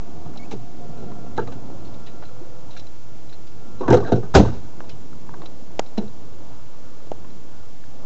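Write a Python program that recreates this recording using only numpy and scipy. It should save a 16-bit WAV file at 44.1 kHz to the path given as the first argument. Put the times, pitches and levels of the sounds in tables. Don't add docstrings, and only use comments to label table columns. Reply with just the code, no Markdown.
import sys
import numpy as np
from scipy import signal
from scipy.fft import rfft, irfft, next_fast_len
from scipy.io import wavfile
from scipy.ndimage import uniform_filter1d

SR = 44100
rng = np.random.default_rng(int(sys.argv[2]) if len(sys.argv) > 2 else 0)


def field_ratio(decibels):
    return 10 ** (np.asarray(decibels, dtype=float) / 20)


def int16_out(signal):
    q = np.round(np.clip(np.atleast_2d(signal).T, -1, 1) * 32767)
    wavfile.write(sys.argv[1], SR, q.astype(np.int16))


N = 355357
FAST = next_fast_len(N)
TIME = np.arange(N) / SR


def add(out, start_s, sound):
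    i = int(start_s * SR)
    out[i:i + len(sound)] += sound[:N - i]


def rattle(t60_s, rise_s, rough_db):
    longest = SR // 3
    t = TIME[:min(int(SR * (t60_s + 4 * rise_s)) + 300, longest)]
    grains = rng.standard_normal(longest)[:len(t)]
    grains *= field_ratio(rough_db * rng.exponential(size=longest)[:len(t)])
    grains[int(rise_s * SR)] += 6
    swell = 1 - np.exp(-t / max(rise_s, 1e-4))
    decay = np.exp(-np.log(1000) * t / max(t60_s, .004))
    return grains * swell * decay


def ring(force, modes):
    hz, width_hz, level_db = np.transpose(modes)[:, :, None]
    t = TIME[:int(SR * min(.2, 1.9 / width_hz.min()))]
    level_chance, pitch_chance = rng.standard_normal((len(modes), 2)).T[:, :, None]
    gain = field_ratio(level_db + 2.5 * level_chance) * width_hz
    tones = np.sin(2 * np.pi * hz * (1 + 0.013 * pitch_chance) * t)
    response = np.sum(gain * np.exp(-np.pi * width_hz * t) * tones, axis=0)
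    edges = signal.butter(2, [.75 * hz.min(), 1.2 * hz.max()], "band", fs=SR, output="sos")
    y = signal.sosfilt(edges, signal.fftconvolve(force, response))
    return y / np.max(np.abs(y))


# pitch_hz, width_hz, level_db
SKIN_MODES = [(299.4, 38, -5.5), (357.4, 16, 1.5), (404.6, 20, 4), (458, 28, 1.5), (507.4, 13, -2),
              (649, 84, -11.5), (682, 100, -14.5)]
# pitch_hz, width_hz, level_db
FRAME_MODES = [(791, 29, -2), (874, 65, 5.5), (960, 29, -9.5), (1137, 19, -6), (1240, 65, -5.5),
               (1370, 57, -6), (1500, 24, -2.5), (1600, 14, -13), (1740, 10, -15)]
# pitch_hz, width_hz, level_db
LATCH_MODES = [(2370, 67, -10.5), (2780, 180, 0), (3220, 1000, 0.5), (3940, 310, 8), (4680, 610, -7),
               (5450, 890, -1), (6080, 320, -1.5), (6670, 130, -9)]


def door(blows, boom_modes, latch_db, latch_follows, hard_rise_s, boom_slow, latch_quick, damping, soft_per_db):
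    out = np.zeros(N)
    damp = [1, damping, 1]
    for start_s, level_db, boom_db, hard_db, t60_s in blows:
        rise_s = hard_rise_s * (0.5 + soft_per_db * max(-14 - level_db, 0))
        skin = ring(rattle(t60_s, rise_s, rough_db=3.5), np.array(SKIN_MODES) * damp)
        boom_force = rattle(t60_s * boom_slow, rise_s * boom_slow, rough_db=1.5)
        boom = ring(boom_force, np.array(boom_modes) * damp)
        frame = ring(rattle(t60_s, rise_s, rough_db=1.5), np.array(FRAME_MODES) * damp)
        latch_force = rattle(t60_s * latch_quick, 2.2 * rise_s, rough_db=2.0)
        latch = ring(latch_force, np.array(LATCH_MODES) * damp)
        latch_part_db = latch_db + latch_follows * hard_db
        for part, part_db in [(skin, 0), (boom, boom_db), (frame, hard_db), (latch, latch_part_db)]:
            add(out, start_s - .001, field_ratio(level_db + part_db) * part)
    return out


# start_s, skin_peak_db, hardness_db re skin
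SLAM_BLOWS = [(4.34, -16.5, 4), (4.35, 0, -3.5), (4.362, -3, -9), (4.374, -3, -13), (4.394, -6, -13),
              (4.407, -12, -15), (4.425, -15, -12.5), (4.446, -18.5, -10), (4.469, -24, -5),
              (4.519, -30.5, -6), (4.558, -37, -6), (4.622, -41.5, -5)]
# pitch_hz, width_hz, level_db
SHUT_BOOM_MODES = [(61.6, 19, -0.5), (97.3, 12, 1.5), (121, 9.9, 3), (162.5, 18, 1), (207, 19, -12.5),
                   (228, 15, -1)]


def slam():
    blows = []
    for start_s, level_db, hard_db in SLAM_BLOWS:
        boom_db = -3 - 0.29 * level_db
        t60_s = 0.079 - .002 * level_db
        blows.append((start_s, level_db, boom_db, hard_db, t60_s))
    return door(blows, SHUT_BOOM_MODES, latch_db=-6, latch_follows=.95, hard_rise_s=.0022,
                boom_slow=1.11, latch_quick=1.3, damping=1.86, soft_per_db=0.55)


# start_s, skin_peak_db, boom_db, hardness_db re skin, t60_s
KNOCK_BLOWS = [(3.807, -16.5, -25, -16, 0.09), (3.828, -24, -15, -7, .08), (3.854, -28.5, 0.5, -6.5, .09),
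               (3.88, -9, -16.5, -7, 0.086), (3.903, -3, -12, -20, 0.058), (3.925, -2.5, -14, -9.5, 0.054),
               (3.939, -1.5, -15.5, -15, 0.097), (3.969, -10.5, -13.5, -9, .09), (4, -21, 1, -7.5, 0.079),
               (4.029, -21.5, -6, -12.5, .075), (4.045, -24, -9, -16, .13), (4.071, -19, -14, -9.5, 0.22),
               (4.12, -5, -3, -15.5, 0.091), (4.154, -15.5, -19, -18, 0.16), (4.225, -27.5, 0.5, -7, 0.14)]
# pitch_hz, width_hz, level_db
OPEN_BOOM_MODES = [(92, 9.2, -7), (123.6, 8.4, 7), (168, 58, 3), (209.6, 24, 6), (230, 18, -10.5)]


def knocks():
    return door(KNOCK_BLOWS, OPEN_BOOM_MODES, latch_db=-19.5, latch_follows=0.15, hard_rise_s=.0016,
                boom_slow=1.44, latch_quick=0.99, damping=1.0, soft_per_db=0.38)


# start_s, skin_peak_db, boom_db, hardness_db re skin, t60_s
SWING_BLOWS = [(0.51, -27.5, -12, -2, 0.064), (0.525, -24, -1, -19, .06), (0.969, -35.5, -4, -12, 0.14),
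               (1.02, -30, -7, -19, 0.15), (1.098, -31.5, 2, -20, 0.095), (1.377, -13.5, -8.5, -12, 0.037),
               (1.39, -21, -9, -14.5, .06), (1.415, -25, -21, -19, .1), (1.474, -31, -15, -8, 0.051),
               (1.518, -28, -12, -11, 0.062), (5.974, -31, 0, -1.5, 0.038), (5.978, -19, -16, -14, 0.054),
               (6.0, -27, -1, -17, 0.19)]


def swings():
    return door(SWING_BLOWS, OPEN_BOOM_MODES, latch_db=-3, latch_follows=1.0, hard_rise_s=.0016,
                boom_slow=1.5, latch_quick=0.99, damping=1.0, soft_per_db=0.4)


# (start_s, peak_db)
ROD_NOTES = [(121, .23, [(.55, -32.5), (1.4, -31.5), (3.885, -8.5), (4.125, -22)]),
             (154, 0.11, [(.24, -33.5), (3.9, -19)]), (205, 0.097, [(4.372, -6.5)]),
             (205, 0.023, [(5.974, -16)]), (285, 0.091, [(4.385, -7)]), (345, .08, [(2.4, -33.5)]),
             (452, .084, [(1.385, -18)]), (494, 0.15, [(3.926, -4), (4.122, -14.5)]),
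             (592, .04, [(4.356, -9.5)]), (776, 0.058, [(4.353, -6)]), (886, 0.075, [(1.378, -19.5),
             (3.906, -13)]), (960, 0.035, [(3.808, -26.5), (4.353, -5.5), (4.447, -24)]),
             (1054, 0.11, [(3.83, -27), (3.85, -32)]), (1158, 0.07, [(1.476, -39), (4.024, -28.5)]),
             (1380, .08, [(1.378, -23.5)]), (1496, 0.12, [(4.125, -25.5)]), (1604, 0.12, [(1.377, -26.5),
             (3.881, -21), (3.905, -22), (4.047, -32.5)]), (1870, 0.066, [(2.07, -49)]),
             (2350, .05, [(.512, -40)])]


def rods():
    out = np.zeros(N)
    for hz, t60_s, strikes in ROD_NOTES:
        for start_s, peak_db in strikes:
            force = rattle(t60_s, 1.17 / hz, rough_db=1.5)
            add(out, start_s, field_ratio(peak_db) * ring(force, [(hz, 30, 0), (.965 * hz, 40, -7)]))
    return out


# push_s, signed_peak, pitch_hz, crack_db re push, crack_tilt_db per octave
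SNAP_EVENTS = [
    (4.806, 0.068, 890, -7.5, -19),
    (5.7952, -0.61, 610, -6, 8.5),
    (7.1182, 0.24, 553, -21.5, -8),
]


def snaps():
    out = np.zeros(N)
    t = TIME[:SR // 100] - .005
    push_cycles = 1.45
    for push_s, peak, hz, crack_db, tilt_db in SNAP_EVENTS:
        push = np.cos(2 * np.pi * hz * t) * np.exp(-(2.77 * hz * t / push_cycles) ** 2)
        crack_modes = [(f, 700, tilt_db * np.log2(f / 2000)) for f, _, _ in [FRAME_MODES[-3]] + LATCH_MODES]
        crack = ring(rattle(0.012, 0.00023, rough_db=2.5), crack_modes)
        shiver = ring(rattle(0.022, 0.0012, rough_db=6.5), [(1.35 * hz, 300, 0), (2.3 * hz, 500, -12)])
        add(out, push_s - .005, peak * push)
        add(out, push_s - .0016, peak * field_ratio(crack_db) * crack)
        add(out, push_s + 0.00144, peak * field_ratio(-18.5) * shiver)
    return out


# start_s, peak_db, pitch_hz, crack_db re tap
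TAP_EVENTS = [(.26, -32, 694, -17), (.335, -44, 1400, -20), (.36, -31.5, 810, -16), (1.118, -36, 1100, -20),
              (1.263, -35.5, 800, -19), (1.474, -33.5, 1250, -9), (1.701, -35, 766, -18),
              (2.224, -31, 930, -14), (2.235, -40, 1490, -6), (2.29, -43, 1460, -10),
              (2.766, -31.5, 1500, -6.5), (3.325, -42.5, 1600, -9), (3.931, -19, 2100, -13),
              (4.841, -37, 700, -14), (5.129, -41, 1320, -10), (5.292, -27.5, 960, -29),
              (5.339, -30.5, 1000, -17), (5.418, -28.5, 1080, -13), (5.431, -34, 710, -15),
              (5.458, -35, 900, -10), (5.976, -31, 1400, -20), (7.069, -35, 700, -18),
              (7.246, -37.5, 1000, -25), (7.839, -39, 1600, -13)]


def taps():
    out = np.zeros(N)
    t60_s = 0.037
    for start_s, peak_db, hz, crack_db in TAP_EVENTS:
        thud_modes = [(0.54 * hz, 200, -4), (hz, 250, 0), (1.5 * hz, 250, -9)]
        thud = ring(rattle(t60_s, 0.001, rough_db=1.0), thud_modes)
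        crack = ring(rattle(t60_s * 0.94, 0.00064, rough_db=1.0), LATCH_MODES[:4])
        add(out, start_s - .001, field_ratio(peak_db) * thud)
        add(out, start_s - .001, field_ratio(peak_db + crack_db) * crack)
    return out


# start_s, peak_db, pitch_hz, t60_s
TICK_EVENTS = [(0.373, -36, 3900, .035), (1.3653, -40, 2110, .05), (1.8456, -43.5, 4100, .12),
               (1.8744, -49, 3500, .05), (1.94, -46, 3900, .035), (2.0617, -38, 3750, .1),
               (2.0796, -51, 2650, .05), (2.094, -45, 4000, .05), (2.249, -43, 3980, .07),
               (2.7064, -40, 3900, .08), (2.7294, -43, 3900, .08), (2.749, -42, 4100, .12),
               (2.77, -34, 4000, .05), (2.793, -36, 3940, .05), (2.867, -40, 4000, .03),
               (3.291, -42.5, 3940, .05), (3.325, -42, 3970, .07), (3.47, -45, 4590, .045),
               (3.79, -47, 4060, .05), (4.06, -40, 4000, .1), (4.893, -33, 2700, .035),
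               (4.909, -44, 3030, .065), (5.457, -33, 4030, .037), (5.8606, -44, 4050, .04),
               (5.978, -29, 3950, .04), (6.0771, -46, 4000, .04), (7.3003, -48, 4000, .05)]


def ticks():
    out = np.zeros(N)
    for start_s, peak_db, hz, t60_s in TICK_EVENTS:
        tick = ring(rattle(t60_s, 0.004, rough_db=3.), LATCH_MODES[1:6] + [(hz, 150, 15)])
        add(out, start_s - .001, field_ratio(peak_db) * tick)
    return out


def walk(rate_hz):
    k = int(SR / rate_hz)
    held = np.repeat(rng.standard_normal(N // k + 1), k)
    return 1.34 * uniform_filter1d(uniform_filter1d(held, k), k)[:N]


# time_s, pitch_hz, level_db
SQUEAK_PATH = [(.383, 2150, -68), (.392, 2190, -57), (.44, 2250, -54), (.455, 2580, -58), (.462, 2620, -72)]
OVERTONES_DB = [-14, -13]


def hinge():
    time_s, pitch_hz, level_db = np.transpose(SQUEAK_PATH)
    hz = np.interp(TIME, time_s, pitch_hz) * (1 + 0.0074 * walk(200))
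    phase = 2 * np.pi * np.cumsum(hz) / SR
    tone = np.sin(phase)
    for harmonic, overtone_db in enumerate(OVERTONES_DB, 2):
        tone = tone + field_ratio(overtone_db) * np.sin(harmonic * phase)
    heard_db = np.interp(TIME, time_s, level_db, left=-120, right=-120) + 4 * walk(220)
    return np.sqrt(2) * tone * field_ratio(heard_db)


def shaped(table):
    hz, level_db = np.transpose(table)
    f = np.fft.rfftfreq(FAST, 1 / SR) + 1
    colour_db = np.interp(np.log(f), np.log(hz), level_db, left=-90, right=-90)
    y = irfft(rfft(rng.standard_normal(FAST)) * field_ratio(colour_db), FAST)
    return y[:N] / np.std(y)


# pitch_hz, level_db per Hz
TOWN_COLOUR = [(33, -22.5), (64, -10.5), (262, -11.5), (560, -21), (950, -26), (1400, -32.5), (1800, -45.5),
               (3300, -65)]
# time_s, level_db
TRAFFIC_SWELL = [(0, -1), (.45, 5.5), (1, 2.5), (1.5, 4), (1.9, 3), (2.4, -3.5), (2.9, -5), (3.7, -1.5),
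                 (4.9, 0), (5.5, 0.5), (6.1, -2.5), (6.8, -3.5), (7.3, -0.5), (7.7, -4), (8.06, -1)]
# level_db, share of the swell
LAYER_LEVELS = [
    (-47, 0.22),
    (-46, 1),
    (-50, 0.19),
]


def town():
    noise = rfft(shaped(TOWN_COLOUR), FAST)
    octave = np.log2(np.fft.rfftfreq(FAST, 1 / SR) + 1)
    layers, shared = np.zeros((3, N)), walk(6.7)
    for centre in np.arange(5, 11.6, .5):
        window = np.clip(1 - 2 * np.abs(octave - centre), 0, 1)
        band = irfft(noise * window, FAST)[:N]
        layers[np.digitize(centre, [7.4, 8.7])] += band * field_ratio(1.5 * walk(9) + 1.2 * shared)
    swell_db = np.interp(TIME, *np.transpose(TRAFFIC_SWELL))
    out = np.zeros(N)
    for layer, (level_db, share) in zip(layers, LAYER_LEVELS):
        out += layer / np.std(layer) * field_ratio(level_db + share * swell_db)
    return out


# (centre_s, length_s, level_db)
HUM_TONES = [(118.6, [(1.5, 1.1, -46.5), (2.8, 1, -51.5), (3.9, .9, -47.5)]), (321, [(1.7, 0.55, -53.5),
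             (2.7, .5, -57.5), (3.3, 0.66, -52.5)]), (150, [(.95, 0.53, -46)]),
             (504, [(2.49, 0.63, -52.5)]), (1367, [(1.2, 0.81, -57.5), (2.1, 0.67, -61), (3.0, 0.86, -65.5),
             (3.9, 0.81, -58.5)])]


def machine():
    out = np.zeros(N)
    for hz, swells in HUM_TONES:
        phase = 2 * np.pi * np.cumsum(hz + 1.2 * walk(3)) / SR
        heard = sum(field_ratio(db) * np.exp(-(2 * (TIME - centre_s) / length_s) ** 2)
                    for centre_s, length_s, db in swells)
        out += np.sqrt(2) * np.sin(phase) * heard * field_ratio(1.6 * walk(6.87))
    whirr_hz, fade_start_s, fade_db_per_s = 708, 1, 7.5
    whirr = shaped([(0.9 * whirr_hz, -25), (whirr_hz, 0), (1.15 * whirr_hz, -25)])
    return out + whirr * field_ratio(-50.5 - fade_db_per_s * np.maximum(TIME - fade_start_s, 0))


def scene():
    car = slam() + knocks() + swings() + rods() + snaps()
    small_parts = taps() + ticks() + hinge()
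    return (car + small_parts + town() + machine())[None]


def top_cut(x):
    return signal.sosfilt(signal.butter(12, 8140, fs=SR, output="sos"), x)


# pitch_hz, level_db per Hz
HISS_COLOUR = [(880, -33), (1500, -3.5), (2130, -2.5), (3890, -3.5), (7140, -3.5), (7990, -10),
               (10400, -47), (17600, -120)]


def record(dry):
    offset, clip_at = .1315, .78
    hiss = field_ratio(-57.5) * shaped(HISS_COLOUR)
    clipped = np.clip(dry + hiss + offset, -clip_at, clip_at)
    top = signal.ellip(10, .2, 60, 7850, fs=SR, output="sos")
    mix = signal.sosfiltfilt(top, clipped)
    return top_cut(mix)


dry = scene()
out = record(dry)
int16_out(out)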